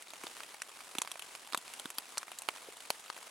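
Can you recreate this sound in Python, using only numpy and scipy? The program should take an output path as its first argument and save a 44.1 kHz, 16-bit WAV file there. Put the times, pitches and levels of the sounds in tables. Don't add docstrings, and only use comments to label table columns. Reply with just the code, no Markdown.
import sys
import numpy as np
from scipy import signal
from scipy.fft import rfft, irfft, next_fast_len
from scipy.io import wavfile
from scipy.ndimage import map_coordinates

SR = 44100
rng = np.random.default_rng(int(sys.argv[2]) if len(sys.argv) > 2 else 0)


def log_audio(samples):
    frames = np.atleast_2d(samples).T
    limited = np.clip(frames, -1, 1)
    pcm = np.round(limited * 32767).astype(np.int16)
    wavfile.write(sys.argv[1], SR, pcm)


N = 145530
TAP_S = 0.04
TAP_TIME = np.arange(int(TAP_S * SR)) / SR


def amp(db):
    return 10 ** (np.asarray(db) / 20)


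def unit(x):
    return x / np.sqrt(np.mean(x ** 2) + 1e-20)


def tap_unit(x, window_s=0.01):
    return unit(x) * np.sqrt(window_s / TAP_S)


def fade(t60):
    return np.exp(-np.log(1000) * TAP_TIME / t60)


def along(points, hz):
    point_hz, values = np.transpose(points)
    return np.interp(np.log(hz + 1), np.log(point_hz + 1), values)


def wobble(knots_per_s):
    knots = rng.standard_normal(int(N * knots_per_s / SR) + 4)
    return map_coordinates(knots, [np.arange(N) * knots_per_s / SR])


def filtered(x, response):
    size = next_fast_len(N + SR // 4)
    hz = np.fft.rfftfreq(size, 1 / SR)
    return irfft(rfft(x, size) * response(hz), size)[..., :N]


def butter(x, edges_hz, kind):
    sos = signal.butter(2, np.minimum(edges_hz, SR / 2 - 100), kind, fs=SR, output="sos")
    return signal.sosfilt(sos, x)


def stereo_noise(count, width):
    noise = rng.standard_normal((count, 2, len(TAP_TIME)))
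    mid, side = noise[:, 0], width * noise[:, 1]
    return np.stack([mid + side, mid - side], axis=1)


def add(track, start_s, sound):
    part = track[:, max(round(start_s * SR), 0):][:, :sound.shape[-1]]
    part += sound[..., :part.shape[1]]


def far_rain():
    # f/Hz, relative spectral level/dB
    spectrum = [(30, -19.5), (80, -20.5), (134, -18), (270, -7.5), (450, -4.5), (850, -1.5), (1900, -3.5),
                (3200, -5), (5600, -7.5), (9800, -7), (12000, -17.5), (15500, -22)]
    # f/Hz, correlation/0..1
    likeness = [(60, 0.62), (200, 0.97), (950, 0.54), (2400, 0.52), (6000, 0.6), (14000, 1)]

    def mid_side_gains(hz):
        angle = np.arccos(np.clip(along(likeness, hz), -1, 1)) / 2
        return amp(along(spectrum, hz)) * [np.cos(angle), np.sin(angle)]

    mid, side = filtered(rng.standard_normal((2, N)), mid_side_gains)
    hiss = unit(np.array([mid + side, mid - side]))
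    waver_db, flicker_db = 1.26 * wobble(8.01), 2 * wobble(250)
    return hiss * amp(-55 + waver_db + flicker_db)


def cloth_ring(pitches_hz, t60, soft_contact=1.86):
    motion = np.sin(2 * np.pi * pitches_hz[:, None] * TAP_TIME) * fade(t60)
    pressure = np.diff(motion, prepend=0)
    rings = [tap_unit(butter(mode, hz * soft_contact, "low")) for hz, mode in zip(pitches_hz, pressure)]
    return np.array(rings)[:, None]


def cloth_crack(centres_hz, octaves, t60, burst, width):
    envelope = fade(t60) + burst * fade(t60=0.0027)
    cracks = butter(stereo_noise(len(centres_hz), width) * envelope, [1460, 13000], "band")
    bands_hz = centres_hz[:, None] * 2 ** (octaves * np.array([-0.5, 0.5]))
    bleed = 0.059
    return np.array([tap_unit(butter(crack, band, "band") + bleed * crack)
                     for band, crack in zip(bands_hz, cracks)])


def shelter(taps, t60=0.016, delay_s=0.00086, wet_db=-7):
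    onset = np.clip(TAP_TIME / delay_s - 1, 0, 1)
    tails = stereo_noise(len(taps), width=0.5) * fade(t60) * onset
    tails /= np.linalg.norm(tails, axis=-1, keepdims=True)
    scattered = signal.fftconvolve(taps, tails, axes=-1)[..., :len(TAP_TIME)]
    return taps + amp(wet_db) * scattered


def tarp_hits(times, knock_hz, knock_db, snap_hz, snap_db, upper_hz, upper_db, spray_hz, spray_db, pan_db):
    gain = lambda db: amp(db)[:, None, None]
    snap_trim_db, spray_trim_db = -1, -0.3
    knock = gain(knock_db) * cloth_ring(knock_hz, t60=0.0045)
    upper = gain(upper_db) * cloth_ring(upper_hz, t60=0.0041)
    snap = gain(snap_db + snap_trim_db) * cloth_crack(snap_hz, octaves=0.56, t60=0.012,
                                                      burst=1.14, width=0.27)
    spray = gain(spray_db + spray_trim_db) * cloth_crack(spray_hz, octaves=0.85, t60=0.02,
                                                         burst=1.1, width=0.094)
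    taps = shelter(knock + upper + snap + spray)
    out = np.zeros((2, N))
    for start_s, pan, tap in zip(times, pan_db, taps):
        add(out, start_s, tap * amp([[pan / 2], [-pan / 2]]))
    return out


def small_hits(times, knock_db, snap_db, spray_db, pan_db):
    detune = np.exp(0.22 * rng.standard_normal((len(times), 3)))
    knock_hz, snap_hz, upper_hz = (detune * [1028, 2665, 4220]).T
    spray_hz = np.full(len(times), 8770)
    upper_db = snap_db - 5.5
    return tarp_hits(times, knock_hz, knock_db, snap_hz, snap_db,
                     upper_hz, upper_db, spray_hz, spray_db, pan_db)


def patter(droplets_per_s=120):
    count = int(droplets_per_s * N / SR)
    when, softness = rng.random((count, 2)).T
    snap_scatter, spray_scatter, pan_db = rng.standard_normal((count, 3)).T
    knock_db = -59.5 - 7.5 * np.sqrt(softness)
    snap_db = knock_db + 0.5 + 2.5 * snap_scatter
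    spray_db = knock_db - 1 + 2.5 * spray_scatter
    return small_hits(when * N / SR, knock_db, snap_db, spray_db, pan_db)


def raindrops():
    # t/s, knock/dB, snap/dB, spray/dB, left over right/dB
    hits = [(0.0235, -72, -55, -52, -2), (0.1045, -72, -53, -57.0, 4), (0.1353, -51.5, -52.5, -54.5, -1.5),
            (0.2365, -49.5, -48.5, -50, -1), (0.2683, -48, -46.0, -57, 0), (0.3675, -53.5, -52.5, -56, -2),
            (0.4045, -47.0, -49, -55, -3.5), (0.4335, -62, -50, -56, -3), (0.5439, -53, -52, -58, 1),
            (0.8055, -55.5, -54, -63, -6), (0.9518, -47.5, -46.5, -50, -2), (1.0487, -51, -53, -62, -1),
            (1.0748, -47, -49.5, -53, -4.5), (1.1163, -50.5, -42.5, -45, -3.5),
            (1.1568, -49.5, -56, -69, -6.5), (1.1945, -52, -46, -49, 0), (1.2223, -55, -47.5, -49, 2),
            (1.3512, -51.5, -48.5, -52.5, -4), (1.4738, -56, -54, -55.0, -2.5), (1.524, -51, -48, -52, -3),
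            (1.5329, -45.5, -45.0, -53, -8), (1.6792, -57.5, -53, -55, -1), (1.7374, -56.5, -49, -48.5, -2),
            (1.7971, -51.5, -47, -45, 0), (1.8568, -45.5, -45.5, -52.5, -5), (1.903, -53, -49, -44.5, -1.5),
            (2.1731, -44, -44, -50.5, 1), (2.2304, -46, -52, -55.5, 2), (2.2815, -54.5, -53.0, -65, -8),
            (2.3175, -48.5, -48.0, -50, 2.5), (2.387, -72, -49.5, -42.5, -1),
            (2.4199, -56.5, -55, -46.0, -2), (2.5615, -53, -53.5, -58, 1), (2.7695, -55.5, -57, -54, -1),
            (2.805, -60.5, -52, -57, -3), (3.165, -53.5, -52, -57, 3), (3.176, -55, -56, -60, -3)]
    return small_hits(*np.transpose(hits))


def panel_flaps(t60=0.013, rise_s=0.0021, trim_db=-0.65):
    # t/s, f/Hz, level before trim/dB
    flaps = [(0.2408, 347, -47.5), (0.9538, 322, -49), (0.9855, 277, -45), (1.533, 300, -56),
             (1.5473, 350, -50), (1.5763, 263, -54), (1.8558, 263, -45), (1.9845, 304, -56),
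             (2.4875, 355, -52.5), (2.687, 447, -47.5), (2.9052, 290, -53)]
    envelope = fade(t60) * (1 - np.exp(-TAP_TIME / rise_s))
    out = np.zeros((2, N))
    for start_s, hz, db in flaps:
        swing = np.sin(2 * np.pi * hz * TAP_TIME) * envelope
        flap = butter(swing, 178, "high")
        add(out, start_s - rise_s / 2, amp(db + trim_db) * tap_unit(flap))
    return out


def tree_drips():
    # t/s, knock/Hz, knock/dB, snap/Hz, snap/dB,
    # upper mode/Hz, upper mode/dB, spray/Hz, spray/dB, left over right/dB
    drips = [(0.6192, 1670, -41, 2280, -43.5, 3700, -54, 7500, -41, 0),
             (0.9843, 960, -42.5, 3020, -37, 3750, -41.5, 8600, -37.5, -3),
             (1.018, 1070, -40, 2220, -42.5, 3350, -42, 7900, -33.5, 0),
             (1.5468, 1114, -30.5, 2980, -40.5, 3700, -38.5, 9900, -41.5, 1.5),
             (1.575, 1090, -48.5, 3200, -45.5, 4360, -47, 8800, -40, 0),
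             (1.984, 1070, -44, 2830, -44, 4630, -40, 10500, -37.5, 0.5),
             (2.1803, 1360, -43, 5000, -39.5, 4370, -42, 7700, -35.5, -1),
             (2.4877, 1010, -34, 2350, -34, 4380, -41.5, 8600, -44.5, -4.5),
             (2.9037, 763, -33.5, 2600, -35.5, 4390, -34.5, 10100, -37.5, -0.5),
             (3.1008, 1170, -40, 2490, -47.5, 4400, -47, 9100, -52.5, 4)]
    return tarp_hits(*np.transpose(drips))


def scene():
    return far_rain() + tree_drips() + panel_flaps() + raindrops() + patter()


def record(dry, top_hz=16200):
    return filtered(dry, lambda hz: hz < top_hz)


dry = scene()
out = record(dry)
log_audio(out)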